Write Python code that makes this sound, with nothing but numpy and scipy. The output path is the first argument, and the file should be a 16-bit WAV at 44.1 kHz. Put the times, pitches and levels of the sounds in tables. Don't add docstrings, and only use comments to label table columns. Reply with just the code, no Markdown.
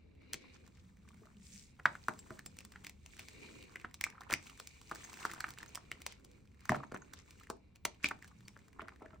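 import sys
import numpy as np
from scipy import signal
from scipy.fft import rfft, irfft, next_fast_len
from scipy.io import wavfile
from scipy.ndimage import map_coordinates

SR = 44100
rng = np.random.default_rng(int(sys.argv[2]) if len(sys.argv) > 2 else 0)


def wrap_up_sound(samples):
    columns = np.atleast_2d(samples).T
    tamed = np.clip(columns, -1, 1)
    steps = np.round(tamed * 32767).astype(np.int16)
    wavfile.write(sys.argv[1], SR, steps)


N = 405719
SIDES = np.array([[1], [-1]])


def amp(db):
    return 10 ** (np.asarray(db) / 20)


def unit(x):
    return x / np.sqrt(np.mean(x ** 2) + 1e-20)


def burst(x):
    return x / np.sqrt(np.sum(x ** 2) / (SR * .005) + 1e-20)


def along(points, hz):
    f, v = np.transpose(points)
    return np.interp(np.log(hz + 1), np.log(f + 1), v)


def wobble(rate):
    knots = rng.standard_normal(int(N * rate / SR) + 4)
    at = np.arange(0, len(knots) - 1, 1 / 8)
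    curve = map_coordinates(knots, [at])
    return np.interp(np.arange(N) * rate / SR, at, curve)


def filtered(x, response):
    m = next_fast_len(N + SR // 4)
    hz = np.fft.rfftfreq(m, 1 / SR)
    return irfft(rfft(x, m) * response(hz), m)[..., :N]


def coloured(x, spectrum):
    return unit(filtered(x, lambda hz: amp(along(spectrum, hz))))


def band_noise(order, low_hz, high_hz, count):
    band = signal.butter(order, [low_hz, high_hz], 'band', fs=SR, output='sos')
    return unit(signal.sosfilt(band, rng.standard_normal(count)))


def noise(width):
    mid, side = rng.standard_normal((2, N))
    return np.array([mid + width * side, mid - width * side])


def add(track, s, sound):
    i = max(0, round(s * SR))
    room_left = track[..., i:i + sound.shape[-1]]
    room_left += sound[..., :room_left.shape[-1]]


def strike(t, rise, decay):
    return np.exp(-np.logaddexp(-t / rise, t / decay))


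def swells(rows):
    t = np.linspace(0, N / SR, N // 20)
    gain = sum(amp(db) * np.exp(-((t - s) / half) ** 2) for s, half, db in rows)
    return np.interp(np.arange(N) / SR, t, gain)


def grains(rate, centre_hz, spread, cycles, size_db):
    count = int(rate * N / SR)
    when, pitch, size, pan = rng.random((count, 4)).T[:, :, None]
    hz = centre_hz * np.exp(spread * (2 * pitch - 1))
    k = np.arange(int(min(5 * cycles / centre_hz, .005) * SR))
    turns = hz * k / SR
    gain = amp(size_db * np.minimum(-np.log(1 - size), 4))
    envelope = np.exp(-turns / cycles) * (1 - np.exp(-2 * turns))
    waves = gain * np.sin(2 * np.pi * turns) * envelope
    index = ((when * N).astype(int) + k).ravel()
    panned = [(waves * (1 + side * (pan - .5) * 3.1)).ravel() for side in (1, -1)]
    return unit(np.array([np.bincount(index, w, N)[:N] for w in panned]))


# start_s [s], ring_hz [Hz], ring_db [dB], crack_db [dB], push_db [dB]
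FRACTURES = [(0.3338, 1906, -47, -34, -60), (0.3422, 2250, -41, -40, -48), (1.0886, 2350, -60, -60.5, -67),
             (1.797, 1370, -47.5, -66.5, -60), (1.856, 1516, -16, -44.5, -41),
             (1.9533, 1460, -41, -60, -58), (2.0843, 1360, -25, -41.5, -41.5), (2.191, 2160, -76, -52, -72),
             (2.306, 1320, -44, -56.5, -47), (2.3924, 1670, -45.5, -49.5, -64),
             (2.4615, 1900, -57, -41, -50), (2.5881, 2370, -50, -46.5, -58), (2.569, 1860, -64, -57, -70),
             (2.606, 2640, -53, -54, -72), (2.6505, 2110, -66, -49.5, -67), (2.721, 1910, -59, -55.5, -72),
             (2.7588, 1660, -46, -72, -68), (2.8471, 2170, -47.5, -49, -61),
             (2.8677, 2240, -45.5, -44, -57), (2.896, 2120, -53.5, -47.5, -73.5),
             (3.0617, 2680, -52.5, -51, -79), (3.194, 2480, -44.5, -45.5, -70),
             (3.285, 2370, -52, -49.5, -60), (3.7579, 1950, -39, -53.5, -54),
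             (3.8464, 1420, -36, -66.5, -44), (3.943, 2270, -62, -44.5, -80),
             (4.0116, 2150, -38.5, -35.5, -49.5), (4.0404, 2230, -39, -32, -69.5),
             (4.0661, 1250, -40.5, -59, -53), (4.102, 2200, -57, -53.5, -72),
             (4.2085, 880, -47.5, -53, -62), (4.218, 1410, -47, -62.5, -66), (4.301, 1380, -39, -52, -44.5),
             (4.308, 2390, -40, -42, -51), (4.3211, 1730, -33.5, -47, -47), (4.3275, 1320, -35, -32, -46),
             (4.338, 2220, -25, -29, -60), (4.6005, 1390, -49, -43.5, -55), (4.673, 2330, -55, -46, -81),
             (4.9142, 1230, -35, -49, -47.5), (4.9193, 1230, -38, -63.5, -42.5),
             (4.9501, 1900, -63, -49, -65), (5.049, 1980, -53, -50, -71), (5.1403, 2370, -50, -51, -60),
             (5.172, 1900, -55.5, -57, -64), (5.209, 1700, -54, -53.5, -66),
             (5.229, 2160, -46.5, -59.5, -55), (5.252, 1380, -27.5, -41, -41),
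             (5.3038, 1580, -49, -55, -53), (5.318, 1750, -60, -59, -64), (5.348, 2000, -60, -54.5, -68),
             (5.379, 1490, -54, -66, -60), (5.4058, 1530, -37, -39, -67), (5.4418, 1650, -30.5, -56, -51),
             (5.4831, 1500, -46.5, -57, -53.5), (5.506, 2240, -56, -46, -73), (5.49, 2300, -61, -49, -72),
             (5.538, 1890, -63, -55, -72), (5.576, 1660, -50.5, -65, -65), (5.586, 2470, -51, -47.5, -67),
             (5.6305, 1750, -44, -51, -59), (5.692, 1900, -65, -58, -72), (5.749, 2400, -57, -44, -74),
             (5.7557, 2080, -48, -37.5, -74), (5.775, 1250, -43, -56, -73),
             (5.9161, 2160, -36, -43.5, -52.5), (6.019, 2130, -52, -48.5, -72),
             (6.0648, 2280, -41.5, -35, -59), (6.124, 2230, -55.5, -53.5, -68),
             (6.248, 2520, -74, -54.5, -60), (6.315, 2260, -73, -63, -70), (6.607, 1990, -64, -62, -74),
             (6.655, 1400, -50, -50, -83), (6.694, 1790, -24, -38.5, -56), (6.6941, 1180, -28, -43.5, -51),
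             (6.7194, 820, -28, -49.5, -38), (6.7205, 1870, -38, -50, -53),
             (6.7465, 1360, -33.5, -56.5, -50), (6.757, 1700, -44, -54.5, -57.5),
             (6.765, 1100, -45, -55.5, -43), (6.835, 1200, -40.5, -68, -68),
             (6.9207, 1370, -45, -56, -41.5), (6.945, 1380, -39.5, -53, -40.5),
             (7.1365, 1660, -51.5, -45, -60), (7.308, 2440, -61, -55.5, -79), (7.399, 2800, -62, -59, -76),
             (7.471, 1820, -55, -65.5, -71), (7.5012, 1070, -36, -41.5, -36),
             (7.7586, 2516, -60, -58.5, -73), (7.8519, 2250, -31, -41, -52),
             (7.8527, 1120, -34, -28.5, -41), (8.0435, 1730, -37.5, -37, -35.5),
             (8.0876, 2370, -41.5, -41, -66), (8.1117, 1350, -32, -54, -43.5),
             (8.225, 1810, -49, -56.5, -68), (8.245, 1590, -53, -55.5, -66), (8.278, 2610, -63, -57, -70),
             (8.482, 2206, -52, -49.5, -58), (8.5656, 1510, -51.5, -77, -60), (8.7946, 1230, -38, -67, -48),
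             (8.8196, 1160, -45.5, -63, -64), (8.8844, 1560, -43, -59.5, -76),
             (9.0203, 780, -48.5, -82, -44), (9.0607, 1610, -51, -71, -57)]
# frequency_hz [Hz], level_db [dB]
CRACK_COLOUR = [(500, -13.5), (1000, -2), (2000, -11), (3500, -2), (7500, 0.5), (10000, -1.5)]
RUN_S, RUN_AT_HZ, RUN_GROWS = 0.00076, 1610, 0.23


def snaps(breaks, ring_db, crack_db, push_db, ring_hold, push_hz, push_decay, rough,
          splinter_db, splinter_decay, clump_db, brittle_db):
    out, lead = np.zeros((2, N)), SR // 60
    t = np.arange(-lead, SR // 25) / SR
    after = np.maximum(t, 0)
    grit = coloured(noise(0.091), CRACK_COLOUR)
    for s, hz, ring, crack, push in breaks:
        run = RUN_S * (RUN_AT_HZ / hz) ** RUN_GROWS
        phases, pan_db, start = rng.uniform(0, 2 * np.pi, 3), rng.normal(), rng.integers(N - len(t))
        steps, clumps = [np.repeat(rng.standard_normal(len(t)).clip(-2, 2), size)[:len(t)]
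                         for size in (SR // 3000, SR // 800)]
        weak = np.clip((brittle_db - max(ring, crack)) / 15, 0, 1)
        splinter_gain = amp(splinter_db + 4.5 * weak + clump_db * clumps)
        splinters = splinter_gain * strike(t, run * (0.45 + 3 * weak), splinter_decay)

        partials = [(1.014, 0.9), (0.96, 0.066), (.8, 0.2)]
        hollow = sum(g * np.sin(2 * np.pi * hz * k * t + p) for (k, g), p in zip(partials, phases))
        scatter = band_noise(3, hz * 0.65, hz * 1.5, len(t))
        tone = hollow * strike(t - .0004, 0.3 * run, ring_hold * run) + rough * scatter * splinters
        tone = signal.sosfilt(signal.butter(2, hz * 0.27, 'high', fs=SR, output='sos'), tone)

        split_gain = amp(3 * steps) * strike(t - .0003, 0.74 * run, .9 * run) + splinters
        split = grit[:, start:start + len(t)] * split_gain

        puff_hz = push_hz * amp(rng.normal(0, 2.03))
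        puff = np.sin(2 * np.pi * puff_hz * after) * after * np.exp(-after / push_decay)

        sound = amp(ring + ring_db) * burst(tone) + amp(crack + crack_db) * burst(split)
        sound = sound + amp(push + push_db) * burst(puff)
        add(out, s - lead / SR, sound * amp(.5 * pan_db * SIDES))
    return out


CHIP_HZ, CHIP_OCTAVES = 1730, 0.74
CHIP_RING_DB, CHIP_CRACK_DB = 9, 8.5
CHIP_PUSH_DB, CHIP_SCATTER_DB = -11, 8.5
CHIP_SHARP_DB = -2


def chips(levels, count):
    when, pitch, size = rng.random((count, 3)).T
    at = (when * N).astype(int)
    powder_db, crumb_db = [db[at] + CHIP_SCATTER_DB * (2 * size - 1) for db in levels[:2]]
    small = 2 * pitch - 1
    hz = CHIP_HZ * 2 ** (CHIP_OCTAVES * small)
    ring = crumb_db + CHIP_RING_DB
    crack = (crumb_db + powder_db) / 2 + CHIP_CRACK_DB + CHIP_SHARP_DB * small
    return list(zip(when * N / SR, hz, ring, crack, ring + CHIP_PUSH_DB))


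# start_s [s, middle], half_length_s [s], level_db [dB]
COLLAPSES = [(0.555, 0.012, -69), (0.67, .025, -77), (4.301, .004, -50), (4.325, 0.013, -40),
             (4.348, 0.0046, -44), (5.05, 0.011, -61), (5.133, 0.01, -63), (5.2, 0.029, -58),
             (5.305, 0.012, -56), (5.38, 0.029, -60), (5.52, 0.032, -66), (5.62, 0.021, -57),
             (6.706, 0.0067, -39), (6.729, 0.011, -44), (8.81, 0.018, -56), (8.855, 0.029, -64.5),
             (9.135, 0.035, -66), (6.958, 0.011, -45)]


def crunches():
    shower = grains(rate=600, centre_hz=1480, spread=0.71, cycles=1.0, size_db=5.5)
    return swells(COLLAPSES) * shower


# start_s [s, middle], half_length_s [s], pitch_hz [Hz], level_db [dB]
SLIP_RUNS = [(4.0414, 0.00064, 2260, -30.5), (8.0444, 0.001, 2390, -26), (8.059, 0.0049, 2370, -30.5)]


def judders(slip_gap_s, ring_s):
    out, t = np.zeros(N), np.arange(-SR // 40, SR // 40) / SR
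    for s, half, hz, db in SLIP_RUNS:
        slips = slip_gap_s * (np.arange(-6, 7) + rng.uniform(-.3, .3, 13))[:, None]
        age = np.maximum(t - slips + ring_s, 0)
        strength = np.exp(-(slips / half) ** 2)
        rings = strength * np.sin(2 * np.pi * hz * age) * age * np.exp(-age / ring_s)
        add(out, s + t[0], amp(db) * burst(rings.sum(0)))
    return out


# start_s [s, middle], half_length_s [s], level_db [dB]
STROKES = [(0.422, .015, -67.5), (0.555, 0.017, -61.5), (0.66, 0.017, -71), (0.78, 0.031, -70),
           (1.088, 0.011, -72), (3.205, 0.035, -60), (4.975, 0.031, -61.5), (5.2, 0.01, -58),
           (5.262, 0.011, -52), (5.304, 0.016, -57.5), (5.615, .018, -61), (6.107, 0.045, -59.5),
           (6.704, 0.0091, -46), (6.764, .006, -60), (7.188, 0.028, -61.5), (8.057, 0.018, -41)]


def scuffs():
    dense = grains(rate=2800, centre_hz=2800, spread=0.8, cycles=0.82, size_db=4.5)
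    return swells(STROKES) * coloured(dense, [(500, -10.5), (2000, -8.5), (8000, 3.5)])


# start_s [s, full pressure], hold_s [s], powder_db, crumbs_db, skin_rub_db, grip_db [dB]
GRIP_SQUEEZES = [(0.047, 0.16, -113, -99, -73.5, -69.5), (0.31, 0.15, -100, -78.5, -63, -63.5),
                 (0.527, 0.38, -81.5, -81, -80, -92), (0.565, 0.077, -99, -83, -73, -68.5),
                 (1.09, 0.24, -80, -78, -96, -91), (1.929, 0.22, -68.5, -73.5, -78, -75),
                 (2.231, 0.12, -68.5, -71, -93, -67), (2.521, 0.33, -75.5, -76.5, -75, -71),
                 (3.14, 0.17, -67, -77.5, -65, -69.5), (3.397, 0.22, -67.5, -73, -59, -61),
                 (3.73, 0.053, -73, -65.5, -79, -69), (4.082, 0.23, -87.5, -67, -90, -72),
                 (4.457, 0.045, -65, -68.5, -65, -74), (4.596, 0.72, -69.5, -80, -66, -77),
                 (4.964, 0.3, -63.5, -67, -70, -68), (5.218, 0.27, -67, -62.5, -70, -70),
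                 (5.595, 0.145, -74, -75, -67.5, -67.5), (5.851, 0.21, -77.5, -74, -68.5, -70),
                 (6.23, 0.14, -79.5, -80, -73, -67), (6.747, 0.0096, -69, -64, -58, -66),
                 (6.964, 0.21, -78, -73, -72, -69), (7.287, 0.13, -73, -74.5, -71.5, -73.5),
                 (8.05, 0.069, -75.5, -70.5, -67, -78), (8.224, 0.44, -80, -79, -84, -80.5),
                 (8.755, 0.37, -83.5, -75, -81.5, -70)]
# powder_db, crumbs_db, skin_rub_db, grip_db [dB]
RESTING_LEVELS = [-96.5, -92, -78.5, -76.5]
SQUEEZE_ATTACK_S, SQUEEZE_RELEASE_S = 0.0842, 0.078


def squeezing():
    t = np.linspace(0, N / SR, N // 100)
    power = amp(RESTING_LEVELS)[:, None] ** 2
    for start, hold, *db in GRIP_SQUEEZES:
        tighten = (t - start) / SQUEEZE_ATTACK_S
        let_go = (start + hold - t) / SQUEEZE_RELEASE_S
        pressure = np.exp(np.minimum(0, np.minimum(tighten, let_go)))
        power = power + (amp(db)[:, None] * pressure) ** 2
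    return [np.interp(np.arange(N) / SR, t, 10 * np.log10(p)) for p in power]


# frequency_hz [Hz], level_db [dB]
POWDER_COLOUR = [(900, -18.5), (2000, -13.5), (3500, -0.5), (5000, -3.5), (6500, 2), (8000, 4.5),
                 (9500, -3)]
GRIT_DB = -5


def grinding(powder_db, slip):
    fine = grains(rate=2500, centre_hz=6100, spread=0.18, cycles=.6, size_db=10.0)
    dust = amp(0.5) * coloured(noise(0.05), POWDER_COLOUR) + amp(-7.5) * coloured(fine, POWDER_COLOUR)
    powder = amp(powder_db + slip / 2 + wobble(45)) * dust
    bursting = grains(rate=260, centre_hz=3800, spread=.8, cycles=1.3, size_db=5)
    return powder + amp(powder_db + GRIT_DB + slip) * bursting


# pitch_hz [Hz], width_hz [Hz], level_db [dB]
HOLLOWS = [(912, 200, -5.5), (2350, 210, 6), (2750, 150, -1.5), (3950, 650, -0.5)]
PALM_SHIFT, PALM_SHIFT_RATE = 0.033, 6.4


def cupped(x):
    opening, out = np.tanh(wobble(PALM_SHIFT_RATE)), 0
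    for step in (-1, 0, 1):
        modes = [(c * (1 + PALM_SHIFT * step), w, db) for c, w, db in HOLLOWS]

        def response(f):
            return sum(amp(db) * 1j * f * w / (c * c - f * f + 1j * f * w) for c, w, db in modes)

        share = np.sqrt(np.clip(1 - abs(opening - step), 0, 1))
        out = out + share * filtered(x, response)
    return unit(out)


# frequency_hz [Hz], level_db [dB]
GRIP_COLOUR = [(120, -16), (250, 6.5), (350, 2.5), (490, 2), (680, -15.5), (1500, -46)]


def crumbling(levels):
    powder_db, crumb_db, rub_db, grip_db = levels
    slip = 1.6 * wobble(22) + 1.3 * wobble(90)
    coarse = grains(rate=800, centre_hz=1500, spread=0.52, cycles=1.8, size_db=4.7)
    crumbs = amp(crumb_db + 1.5 + slip) * coarse
    scrape = noise(0.28) + grains(rate=1300, centre_hz=2650, spread=0.33, cycles=0.62, size_db=0.0)
    rub = amp(rub_db - 4 + slip + 2 * wobble(11)) * cupped(scrape)
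    grip = amp(grip_db - 0.5 + 0.5 * wobble(21)) * coloured(noise(1.0), GRIP_COLOUR)
    return grinding(powder_db, slip) + crumbs + rub + grip


# start_s [s, about the top of the swell], pitch_hz [Hz], level_db [dB]
SOFT_TAPS = [(0.442, 1000, -62.5), (1.052, 1200, -72), (1.078, 1470, -65), (1.106, 1154, -63.5),
             (1.133, 1340, -68), (1.174, 1500, -79), (1.219, 435, -58), (1.234, 1200, -65),
             (1.253, 610, -68), (1.271, 1260, -61), (1.312, 1190, -70), (2.738, 1520, -63),
             (4.153, 1500, -58.5), (4.181, 1320, -51.5), (5.297, 1580, -46), (5.362, 1450, -53),
             (5.605, 1700, -52), (6.803, 1150, -47), (7.021, 1430, -54), (7.411, 1250, -58),
             (8.313, 1230, -61), (8.921, 1240, -58), (9.009, 825, -60.5), (9.106, 1494, -61)]


def taps(rise, cycles, rough):
    out, t = np.zeros(N), np.arange(SR // 25) / SR
    for s, hz, db in SOFT_TAPS:
        blur = band_noise(2, hz * 0.76, hz * 1.2, len(t))
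        tone = np.sin(2 * np.pi * hz * t) + rough * blur
        envelope = (1 - np.exp(-(t / rise) ** 2)) * np.exp(-t * hz / cycles)
        add(out, s - rise, amp(db) * burst(tone * envelope))
    return out


# start_s [s], pitch_hz [Hz], level_db [dB]
THIN_FLAKES = [(2.192, 7530, -47), (2.462, 7460, -45), (5.041, 6400, -46), (5.68, 6380, -52.5),
               (6.867, 6400, -67), (6.948, 6200, -55), (7.019, 6520, -53), (8.453, 4530, -60)]


def flakes(t60):
    out, t = np.zeros(N), np.arange(SR // 6) / SR
    for s, hz, db in THIN_FLAKES:
        add(out, s, amp(db - 60 * t / t60) * np.sin(2 * np.pi * hz * t))
    return out


# start_s [s, middle], half_length_s [s], level_db [dB]
FINGER_SLIDES = [(1.49, .08, -62.5), (1.6, .085, -60.5), (5.21, .06, -66)]
# frequency_hz [Hz], level_db [dB]
SLIDE_COLOUR = [(900, -23.5), (1700, -13.5), (2300, -8), (3000, -11), (4000, -8), (5200, -3.5), (7500, 2),
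                (9500, -1.5), (12000, -7.5)]
# start_s [s, middle], half_length_s [s], level_db [dB]
TUB_HUMS = [(.87, .12, -70.5), (1.15, .14, -66), (1.39, .05, -65), (1.54, .05, -61.5), (8.42, .14, -65.5)]
HUM_HZ, HUM_WIDTH_HZ = 197, 24


def sliding():
    catch = amp(1.3 * wobble(24) + wobble(110))
    dust = noise(0.075) + grains(rate=900, centre_hz=3600, spread=.7, cycles=0.73, size_db=4)
    hiss = swells(FINGER_SLIDES) * coloured(dust, SLIDE_COLOUR)
    hum = unit(filtered(noise(.1), lambda hz: 1 / (1 + ((hz - HUM_HZ) / HUM_WIDTH_HZ) ** 4)))
    return catch * hiss + swells(TUB_HUMS) * hum


SPILL_S, SPILL_GAP_S, SPILL_DB, SPILL_LOSS_DB, SPILL_HZ = 6.752, 0.041, -45, 12, 1110


def spill(count):
    return [(SPILL_S + SPILL_GAP_S * (k + rng.uniform(-0.193, 0.246)), SPILL_DB - SPILL_LOSS_DB * k, SPILL_HZ)
            for k in range(count)]


# start_s [s], level_db [dB], contact_cutoff_hz [Hz]
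THUDS = [(0.345, -52.5, 200), (1.859, -48, 324.5), (2.087, -43.5, 330), (2.307, -47.5, 403),
         (4.329, -43, 282), (6.699, -32, 240), (6.706, -39, 200), (6.719, -33.5, 433), (6.922, -49.5, 130),
         (6.945, -53.5, 503), (7.502, -53, 800), (7.854, -53, 600), (8.045, -48, 900), (8.82, -50, 806),
         (9.018, -54, 1380), (9.045, -55.5, 904), (9.131, -56.5, 1200)]
# pitch_hz [Hz], level_db [dB], t60_s [s]
TUB_MODES = [(88, -13, 0.12), (142, -2, 0.19), (203, -2, 0.17), (230, -2, 0.099), (286, -4, .15),
             (346, 1, 0.084), (420, 0, .06), (465, -6, 0.12), (616, 3, 0.13), (663, -1, 0.14),
             (808.5, -1, 0.12), (958, 4, 0.07), (1035, -2, .09), (1320, 4, 0.15)]


def drops(width, damping):
    out, t = np.zeros((2, N)), np.arange(SR // 4) / SR
    hz, db, t60 = np.transpose(TUB_MODES)[:, :, None]
    for s, level, soft_hz in THUDS + spill(count=4):
        size, side, load = rng.standard_normal((3, len(TUB_MODES), 1))
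        pitch = hz * (1 + .01 * load)
        decay = amp(db + 2 * size - 60 * damping * t / t60)
        softness = 1 + (hz / soft_hz) ** 2
        modes = decay * np.sin(2 * np.pi * pitch * t) / softness
        modes = modes * np.sign(side) * (1 - np.exp(-t / 0.0011))
        thud = np.array([(modes * (1 + k * width * side)).sum(0) for k in (1, -1)])
        add(out, s, amp(level + 6.5) * burst(thud))
    return out


# start_s [s], level_db [dB]
HANDLING_LEVEL = [(0, -80), (.7, -67), (1.1, -64.5), (1.55, -64.5), (1.7, -66), (2.099, -64.5),
                  (3.9, -64.5), (4.601, -70.5), (5.45, -62), (6.1, -68), (7.8, -74.5), (8.499, -60.5),
                  (8.75, -72), (9.2, -67.5)]
# frequency_hz [Hz], level_db [dB]
HANDLING_COLOUR = [(40, -18.5), (100, -4.5), (150, 2.5), (200, 2.5), (280, -14.5), (600, -32)]


def handling():
    level_db = np.interp(np.arange(N) / SR, *np.transpose(HANDLING_LEVEL))
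    return amp(level_db - 4.0 + 2.1 * wobble(18)) * coloured(noise(0.078), HANDLING_COLOUR)


# frequency_hz [Hz], t60_s [s]
ROOM_DECAY = [(100, 0.5), (400, 0.26), (1500, 0.18), (4000, .24), (9000, 0.14), (16000, 0.019)]
# frequency_hz [Hz], level_db [dB]
WALL_COLOUR = [(100, 1), (300, 4), (700, 7.5), (1300, -4), (3000, -1.5), (6000, -1), (10000, -5),
               (16000, -25.5)]
# frequency_hz [Hz], side_over_mid [ratio]
ROOM_WIDTH = [(150, .2), (300, .9), (700, 1), (2000, 0.75), (8000, 1)]
# delay_s [s], level_db [dB]
NEAR_ECHOES = [(.0028, -23.5), (.0095, -21.5)]


def room(x, tail_db):
    out, hop = np.zeros((2, N)), SR // 3
    x = filtered(x.mean(0), lambda hz: amp(along(WALL_COLOUR, hz)))
    for i in range(0, N, hop):
        hz, t, z = signal.stft(rng.standard_normal((2, SR // 3)), SR, nperseg=128)
        decay = amp(-60 * t / along(ROOM_DECAY, hz)[:, None])
        tail = signal.istft(z * decay, SR, nperseg=128)[1]
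        tail = tail * np.clip(np.arange(tail.shape[1]) / SR / 0.0015 - 1, 0, 1)
        tail = amp(tail_db) * tail / np.linalg.norm(tail[0])
        for delay, db in NEAR_ECHOES:
            tail[0, round(delay * rng.uniform(.97, 1.03) * SR)] += amp(db)
        add(out, i / SR, signal.fftconvolve(x[None, i:i + hop], tail, axes=1))
    mid, side = out[0], filtered(out[1], lambda hz: along(ROOM_WIDTH, hz))
    return np.array([mid + side, mid - side])


# frequency_hz [Hz], level_db [dB]
AIR_COLOUR = [(20, -13.5), (45, 0.5), (75, 7), (130, -3), (250, -8), (500, -31), (1000, -27.5),
              (2300, -38.5), (3500, -42), (8000, -51), (12000, -61.5)]


def room_air():
    return amp(-63.5) * coloured(noise(0.3), AIR_COLOUR)


def scene():
    levels = squeezing()
    breaks = FRACTURES + chips(levels, count=130)
    near = snaps(breaks, ring_db=-2.0, crack_db=3.5, push_db=-4.0, ring_hold=1.03, push_hz=308,
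                 push_decay=0.0011, rough=0.72, splinter_db=-24, splinter_decay=0.0054,
                 clump_db=8.0, brittle_db=-26)
    near = near + crunches() + judders(slip_gap_s=0.0019, ring_s=0.00064) + scuffs()
    near = near + crumbling(levels) + taps(rise=.0012, cycles=3.5, rough=0.78) + flakes(t60=0.056)
    near = near + sliding() + drops(width=0.18, damping=1.66) + handling()
    return near + room(near, tail_db=-15) + room_air()


# frequency_hz [Hz], level_db [dB]
MIC_COLOUR = [(8800, 0), (10000, -8), (11500, 0), (13000, 1), (14300, -2), (15600, -1), (16100, -13)]
# frequency_hz [Hz], left_lead_rad [rad]
PORT_PHASE = [(20, 0), (3200, 0), (4600, .4), (5700, -.7), (7700, -1.8), (9300, -1.4), (10500, -3),
              (12500, -3.2), (15500, -4.3)]
TOP_HZ = 16600


def record(dry):
    def response(hz):
        phase = np.exp(.5j * along(PORT_PHASE, hz) * SIDES)
        return amp(along(MIC_COLOUR, hz)) * phase * (hz < TOP_HZ)

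    return filtered(dry, response)


dry = scene()
out = record(dry)
wrap_up_sound(out)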